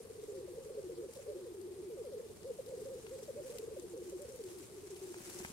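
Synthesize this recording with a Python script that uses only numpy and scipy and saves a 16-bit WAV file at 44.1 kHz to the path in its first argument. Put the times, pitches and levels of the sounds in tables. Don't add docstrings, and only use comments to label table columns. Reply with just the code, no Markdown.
import sys
import numpy as np
from scipy import signal
from scipy.io import wavfile

SR = 44100
rng = np.random.default_rng(int(sys.argv[2]) if len(sys.argv) > 2 else 0)


def pcm_store(signal):
    levels = np.round(np.clip(np.atleast_2d(signal), -1, 1) * 32767)
    wavfile.write(sys.argv[1], SR, levels.astype(np.int16).T)


N = 243431
TIME = np.arange(N) / SR

# f/Hz, left-right correlation
STEREO_LIKENESS = [(25, 0.14), (60, 0.8), (130, 0.68), (290, 0.79), (640, 0.41), (1400, 0.051), (3000, 0),
                   (15000, 0)]
# f/Hz, level/dB
HISS_SPECTRUM = [(600, 9.5), (1000, 5.5), (1400, 1.5), (3000, 0), (4800, 2), (6500, -7), (8500, 2),
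                 (10500, -21), (12000, 0), (15700, -17.5)]
# f/Hz, level/dB, t60/s
BUZZ_MODES = [(8580, 1, 0.019), (9260, 0, 0.015), (11150, -5, 0.013), (11460, -5, 0.013)]
# f/Hz, level/dB
RUMBLE_SPECTRUM = [(20, 2), (30, -9), (40, -11.5), (60, -3.5), (85, 0.5), (120, -2), (180, -3), (280, -5.5),
                   (450, -0.5), (700, -21), (1100, -19), (2000, -43)]
# t/s, level/dB
RUMBLE_ENVELOPE = [(0, -59), (.9, -59), (1.9, -59.5), (3.4, -57.5), (4.6, -59.5), (5.52, -59)]
# t/s, level/dB
BREEZE_ENVELOPE = [(0, -68.5), (.7, -69), (1.7, -71), (2.9, -66.5), (3.9, -67.5), (4.5, -63), (4.8, -64.5),
                   (5.15, -60.5), (5.52, -59.5)]
# crest t/s, half width/s, boost/dB
GUSTS = [(1.17, 0.098, 5), (3.14, 0.14, 3), (3.54, 0.095, 5), (5.265, 0.076, 4.5), (5.424, 0.068, 5)]
# f/Hz, level/dB
RUSTLE_SPECTRUM = [(300, 1), (700, 3), (1200, 2.5), (2500, 2.5), (4000, -2.5), (5000, 3.5), (7500, 7),
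                   (9000, 6.5), (11000, -2), (13500, -3.5), (15700, -9)]
# t/s, level/dB, low f/Hz, high f/Hz
TWIG_TICKS = [(1.135, -47, 3500, 14500), (1.171, -52, 4000, 14500), (1.613, -47.5, 4500, 11000),
              (2.43, -50, 1200, 9000), (2.662, -48, 4000, 13000), (3.067, -44, 1000, 5000),
              (3.584, -38.5, 2520, 13000), (3.797, -44.5, 4000, 11000), (3.824, -41, 8500, 10500),
              (3.898, -44.5, 7000, 10000), (3.976, -47, 5000, 10000), (4.096, -43.5, 6000, 11000),
              (4.219, -40, 7000, 11900), (4.322, -45, 6000, 10000), (4.359, -50, 5900, 15000),
              (4.438, -43.5, 4020, 9900), (4.585, -46, 4000, 14100), (5.298, -42, 3500, 14000),
              (5.389, -36.5, 5000, 11150), (5.448, -29, 1360, 2500)]
# t/s, thud level/dB, click level/dB
KNOCKS = [(3.066, -65, -54.5), (5.143, -58, -49), (5.205, -52, -57), (5.297, -61, -54), (5.403, -46.5, -50),
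          (5.449, -46.5, -42), (5.501, -47.5, -59)]
# f/Hz, level/dB, t60/s
THUD_MODES = [(95, -30, 0.046), (199, -1, 0.047), (230, 1, 0.042)]
# f/Hz, level/dB, t60/s
CLICK_MODES = [(784, 1, 0.012), (975, 3, 0.01), (1570, 5, 0.011), (2040, -16, 0.02), (2480, -4, 0.032)]
# t/s, length/s, f/Hz, level/dB
PIPS = [(0.016, 0.025, 10590, -61.5), (4.964, .021, 10650, -62)]
# t/s, length/s, start f/Hz, middle f/Hz, end f/Hz, level/dB
CHIRPS = [(2.74, 0.064, 7700, 8000, 8150, -68), (2.76, 0.096, 4750, 4900, 5150, -67),
          (3.108, .13, 8330, 7900, 7800, -62), (3.17, 0.1, 5100, 4900, 4680, -68)]
# t/s, f/Hz, level/dB
MURMUR_CONTOUR = [(0, 469.4, -59), (.8, 507.4, -52), (1.199, 471.7, -56.5), (1.6, 377, -54.5),
                  (2.1, 411, -56), (2.5, 400, -56.5), (3.4, 440.5, -53), (4.3, 400, -58),
                  (4.8, 384.4, -59.5), (5.52, 355, -64)]
# t/s, length/s, middle f/Hz, level/dB
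SLURS = [(0.045, 0.018, 475, -45), (0.343, 0.053, 381, -43), (0.406, 0.057, 395.7, -44.5),
         (0.474, 0.019, 546, -42.5), (0.486, 0.044, 355.0, -47.5), (0.525, 0.024, 464, -47.5),
         (0.833, 0.047, 366.5, -42.5), (0.888, 0.054, 370, -44.5), (0.962, 0.052, 360, -43.5),
         (1.023, 0.047, 405, -43.5), (1.157, 0.029, 523, -44.5), (1.187, 0.022, 552, -41),
         (1.342, 0.034, 367.4, -41.0), (1.385, 0.07, 376, -47), (1.451, 0.04, 478, -45),
         (1.473, 0.064, 355, -46.5), (1.54, 0.067, 380.0, -44.5), (1.611, 0.062, 371.0, -44),
         (1.671, 0.066, 393, -45), (1.755, 0.062, 379, -43.5), (1.821, 0.076, 392.4, -44.0),
         (1.895, 0.067, 436, -44), (1.967, 0.061, 491.4, -42.5), (2.04, 0.048, 527.6, -43),
         (2.083, 0.026, 418, -41.5), (2.118, 0.042, 518.5, -40.5), (2.192, 0.02, 492, -38.0),
         (2.221, 0.052, 463, -51), (2.291, 0.032, 435.5, -47.5), (2.492, 0.026, 488.4, -38.5),
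         (2.585, 0.022, 535, -34.0), (2.715, 0.043, 516, -41.5), (3.223, 0.017, 439.0, -42.5),
         (3.279, 0.032, 544, -37.5), (3.409, 0.021, 382, -43), (3.543, 0.03, 472, -42.5),
         (3.761, 0.022, 553, -38), (3.775, 0.029, 371, -41.5), (3.822, 0.0284, 472, -44.5),
         (3.826, 0.038, 353, -45.5), (3.892, 0.072, 344, -47.5), (3.968, 0.062, 365.5, -44.0),
         (4.046, 0.059, 364, -44.0), (4.118, 0.054, 377, -42.0), (4.119, 0.0223, 545, -43),
         (4.388, 0.033, 459, -42), (4.498, 0.031, 350.0, -45), (4.553, 0.065, 355, -47),
         (4.555, 0.051, 361.5, -48), (4.607, 0.026, 403, -46.5), (4.7, 0.059, 385.5, -51),
         (4.763, 0.034, 402.5, -46), (4.83, 0.051, 395, -46.5), (4.9, 0.044, 392, -43.5),
         (4.957, 0.029, 403, -48), (5.07, 0.054, 362, -45.5), (5.147, 0.041, 369, -44.5),
         (5.251, 0.046, 362, -49), (5.387, 0.049, 371, -46)]
# t/s, length/s, top f/Hz, level/dB
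ARCHES = [(0.303, 0.13, 531.6, -48.5), (0.524, 0.14, 543.0, -51), (0.68, 0.049, 562, -47.5),
          (0.773, 0.031, 551, -39.5), (0.884, 0.029, 480, -43), (0.959, 0.071, 475.3, -47),
          (1.022, 0.044, 544, -47.5), (1.259, 0.081, 583, -44.5), (1.345, 0.067, 558, -48.5),
          (2.441, 0.081, 544.5, -42.5), (2.657, 0.09, 529, -46.5), (2.772, 0.0413, 523, -45),
          (2.851, 0.041, 549, -40.5), (2.892, 0.063, 540, -42), (2.964, 0.037, 522, -45.5),
          (3.105, 0.065, 538, -42.5), (3.183, 0.031, 543, -45), (3.359, 0.056, 587.7, -40.5),
          (3.441, 0.051, 543.5, -43.0), (3.5, 0.083, 588.0, -49.5), (3.69, 0.044, 540, -49.5),
          (3.954, 0.042, 519, -45.5), (4.187, 0.078, 589, -46.5), (4.29, 0.048, 547, -48.5),
          (4.336, 0.032, 517, -45.5)]
# t/s, length/s, middle f/Hz, level/dB
COO_BLIPS = [(0.001, 0.013, 450, -39), (0.096, 0.021, 453, -43), (0.151, 0.015, 440, -43.5),
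             (0.18, 0.03, 428, -44), (0.23, 0.019, 432, -39.5), (0.28, 0.053, 409.5, -40.5),
             (0.571, 0.022, 457, -39), (0.656, 0.019, 444, -40), (0.702, 0.014, 440, -36.5),
             (0.738, 0.029, 447, -44), (0.767, 0.043, 418.5, -40), (0.977, 0.012, 440, -38.5),
             (1.086, 0.016, 484, -40), (1.276, 0.039, 419, -39.5), (2.157, 0.03, 445, -43),
             (2.446, 0.012, 438, -44), (2.682, 0.02, 464, -42), (2.769, 0.021, 414, -41),
             (2.813, 0.022, 425.0, -38), (2.951, 0.016, 430, -38.5), (3.033, 0.024, 433, -45.5),
             (3.078, 0.018, 415, -44), (3.496, 0.021, 480, -39), (3.59, 0.017, 437, -37.5),
             (3.622, 0.027, 452, -39.0), (3.673, 0.016, 450, -36.5), (3.709, 0.04, 431, -44),
             (3.934, 0.022, 462, -40), (4.016, 0.014, 457, -37.5), (4.188, 0.051, 387.0, -51),
             (4.246, 0.014, 469, -43), (4.284, 0.017, 438, -39.5), (4.433, 0.045, 376, -42),
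             (5.013, 0.051, 381, -42), (5.339, 0.036, 369, -46.5)]


def from_db(db):
    return 10 ** (np.asarray(db) / 20)


def unit_rms(x):
    return x / np.sqrt(np.mean(x ** 2) + 1e-20)


def automation(points):
    return np.interp(TIME, *np.transpose(points))


def at_hz(points, hz):
    freqs, values = np.transpose(points)
    return np.interp(np.log(hz), np.log(freqs), values)


def pan(left_db):
    return from_db(np.array([[.5], [-.5]]) * left_db)


def from_left(x, left_db, lag_s=.00022):
    late = np.interp(TIME - lag_s, TIME, x, left=0)
    return np.array([x, late]) * pan(left_db)


def add(track, s, sound):
    start = int(np.clip(s * SR, 0, N - 1))
    track[..., start:start + sound.shape[-1]] += sound[..., :N - start]


def band(x, low_hz, high_hz):
    return signal.sosfilt(signal.butter(2, [low_hz, high_hz], "band", fs=SR, output="sos"), x + 1e-18)


def drift(rate_hz):
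    hop, run_in = 40, 2000
    pole = np.exp(-2 * np.pi * rate_hz * hop / SR)
    noise = rng.standard_normal(N // hop + run_in + 2)
    slow = signal.lfilter([1], [1, -2 * pole, pole * pole], noise)[run_in:]
    return np.interp(np.arange(N) / hop, np.arange(len(slow)), unit_rms(slow))


def ring(clicks, modes):
    out = 0
    for hz, db, t60 in modes:
        decay, angle = np.exp(-np.log(1000) / (t60 * SR)), 2 * np.pi * hz / SR
        feedback = [1, -2 * decay * np.cos(angle), decay * decay]
        out = out + from_db(db) * signal.lfilter([0, np.sin(angle)], feedback, clicks + 1e-18)
    return out


def noise_bed(spectrum, flicker_db, grain=1):
    edges = np.geomspace(20, 17000, 29)
    white, out = rng.standard_normal((2, 2, N)) * grain, 0
    for k, (low, high) in enumerate(zip(edges, edges[1:])):
        if high < spectrum[0][0] or low > spectrum[-1][0]:
            continue
        hz = np.sqrt(low * high)
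        mid, side = band(white[k % 2], low, high)
        alike = at_hz(STEREO_LIKENESS, hz)
        gain = from_db(at_hz(spectrum, hz) + flicker_db * drift(18.3))
        out = out + gain * (np.sqrt(1 + alike) * mid + np.sqrt(1 - alike) * side * [[1], [-1]])
    return unit_rms(out)


def progress(length):
    return np.linspace(-1, 1, int(length * SR))


def tone(hz):
    return np.sin(2 * np.pi * (np.cumsum(hz) / SR + rng.random()))


def electronic_buzz(ticks_per_s=59.94):
    ticks = np.diff(np.floor(TIME * ticks_per_s), prepend=0)
    sheen = unit_rms(band(rng.standard_normal((2, N)), 8400, 9700))
    return from_db(-77.5) * unit_rms(ring(ticks, BUZZ_MODES)) + from_db(-72.0) * sheen


def wind_rumble(swing_db, swing_hz):
    level_db = automation(RUMBLE_ENVELOPE) + swing_db * drift(swing_hz)
    return from_db(level_db) * noise_bed(RUMBLE_SPECTRUM, flicker_db=1.5)


def breeze():
    gusts_db = sum(db * np.exp(-((TIME - s) / width) ** 2) for s, width, db in GUSTS)
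    return from_db(automation(BREEZE_ENVELOPE) + gusts_db)


def heather(grain_db, flutter_db):
    grain = from_db(grain_db * np.clip(drift(700), -2.5, 2.5) + flutter_db * drift(27))
    return breeze() * noise_bed(RUSTLE_SPECTRUM, flicker_db=1.0, grain=grain)


def sprig_snaps(per_s, spread_db, fade_s):
    triggers = rng.random(N) < per_s / SR
    sizes = from_db(spread_db * np.minimum(rng.exponential(1, N), 2.5))
    envelope = signal.lfilter([1], [1, -np.exp(-1 / (fade_s * SR))], triggers * sizes + 1e-18)
    return breeze() * band(envelope * rng.standard_normal(N), 2000, 13000)


def twigs(t60_s, scatter):
    out, t = np.zeros((2, N)), TIME[:SR // 10]
    for s, db, low_hz, high_hz in TWIG_TICKS:
        burst = np.exp(-np.log(1000) * t / t60_s) * rng.standard_normal((2, len(t)))
        add(out, s, from_db(db) * band(burst, low_hz, high_hz))
    direct, scattered = out
    return from_left(direct, 13.0) + scatter * scattered * [[1], [-1]]


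def knocks():
    thuds, clicks = np.zeros((2, N))
    for s, thud_db, click_db in KNOCKS:
        add(thuds, s, from_db([thud_db]))
        add(clicks, s, from_db([click_db]))
    return ring(thuds, THUD_MODES) + ring(clicks, CLICK_MODES)


def pips():
    out = np.zeros(N)
    for s, length, hz, db in PIPS:
        t = TIME[:int(length * SR)]
        add(out, s, from_db(db) * signal.windows.tukey(len(t)) * np.sin(2 * np.pi * hz * t))
    return out


def songbird(waver):
    out, wobble = np.zeros(N), 1 + waver * drift(137)
    for s, length, *pitches, db in CHIRPS:
        u = np.linspace(0, 1, int(length * SR))
        hz = np.polyval(np.polyfit([0, .5, 1], pitches, 2), u)
        add(out, s, from_db(db) * np.sin(np.pi * u) * tone(hz * wobble[:len(u)]))
    return out


def ground_echoes(x, fade_s, count, mic_delay_s=0.00086):
    out = np.zeros((2, N))
    for lag, direction in zip(rng.uniform(0.00823, .16, count), rng.uniform(0.057, 1, count)):
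        echo = np.exp(-lag / fade_s) * x
        add(out[0], lag, echo)
        add(out[1], lag + direction * mic_delay_s, echo)
    return out / np.sqrt(count)


def far_grouse(low_hz, high_hz, length_s, fall, count):
    out = np.zeros(N)
    for when, height, size in rng.random((count, 3)):
        hz = low_hz + height * (high_hz - low_hz)
        glide = 1 - fall * progress(length_s * (.5 + size))
        add(out, when * N / SR, coo(hz * glide))
    return unit_rms(out)


def coo(hz, swell_db=0, throat_hz=440, throat_q=2.0, quiver=.013, edge_s=0.0061):
    u, length = np.linspace(0, 1, len(hz)), len(hz) / SR
    tremble = np.interp(u, np.linspace(0, 1, 10), rng.standard_normal(10))
    hz = hz * (1 + quiver * tremble)
    gate = np.tanh(np.sin(np.pi * u) * length / (np.pi * edge_s))
    throat = 1 / np.hypot(1, throat_q * (hz / throat_hz - throat_hz / hz))
    return gate * throat * from_db(swell_db * (u - .5)) * tone(hz)


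def slur(length, hz, fall=0.37, rest_hz=270, usual_s=0.051):
    fall_hz = fall * (hz - rest_hz) * np.sqrt(length / usual_s)
    return coo(hz - fall_hz * progress(length), swell_db=4.5)


def arch(length, top_hz, drop=0.282, flatness=2.73):
    return coo(top_hz * (1 - drop * np.abs(progress(length)) ** flatness))


def coo_blip(length, hz, sag=0.042):
    return coo(hz * np.exp(-sag * progress(length)))


def soft_coos(per_s, length_s, pitch_spread):
    out = np.zeros(N)
    times, pitches, levels = np.transpose(MURMUR_CONTOUR)
    for k, (late, detune, stretch) in enumerate(rng.uniform(-1, 1, (int(per_s * N / SR), 3))):
        s = (k + .5 + late / 2) / per_s
        hz = np.interp(s, times, pitches) * (1 + pitch_spread * detune)
        gain = from_db(np.interp(s, times, levels))
        add(out, s, gain * slur(length_s * (1 + stretch / 2), hz))
    return out


def near_grouse():
    out = soft_coos(per_s=18, length_s=0.0423, pitch_spread=0.081)
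    for voice, rows in ((slur, SLURS), (arch, ARCHES), (coo_blip, COO_BLIPS)):
        for s, length, hz, db in rows:
            add(out, s, from_db(db) * voice(length, hz))
    return out


def scene():
    song = from_db(1.5) * near_grouse()
    chorus = np.array([far_grouse(low_hz=323.8, high_hz=506.2, length_s=0.064, fall=0.16, count=150)
                       for side in range(2)])
    grouse = from_left(song, left_db=drift(11))
    echoes = from_db(-2.5) * ground_echoes(song, fade_s=0.055, count=24)
    distant = from_db(-65.0) * chorus + from_db(-4) * songbird(waver=0.019)
    wind = wind_rumble(swing_db=0.8, swing_hz=10.6)
    rustle = from_db(4.0) * heather(grain_db=2.5, flutter_db=1.5) * pan(1.36)
    snaps = from_db(-1.5) * from_left(sprig_snaps(per_s=140, spread_db=2, fade_s=0.0035), 3.4)
    ticks = from_db(-4.5) * twigs(t60_s=0.026, scatter=0.47)
    hiss = from_db(-66) * noise_bed(HISS_SPECTRUM, flicker_db=1.8) * pan(0.28)
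    bed = hiss + electronic_buzz() * pan(5.6) + wind + rustle
    details = snaps + ticks + from_left(knocks(), 0.32) + pips()
    return bed + details + distant + echoes + grouse


def record(dry):
    thinned = signal.sosfilt(signal.butter(2, 28, "high", fs=SR, output="sos"), dry)
    return signal.sosfilt(signal.ellip(12, .1, 80, 15750, fs=SR, output="sos"), thinned)


dry = scene()
out = record(dry)
pcm_store(out)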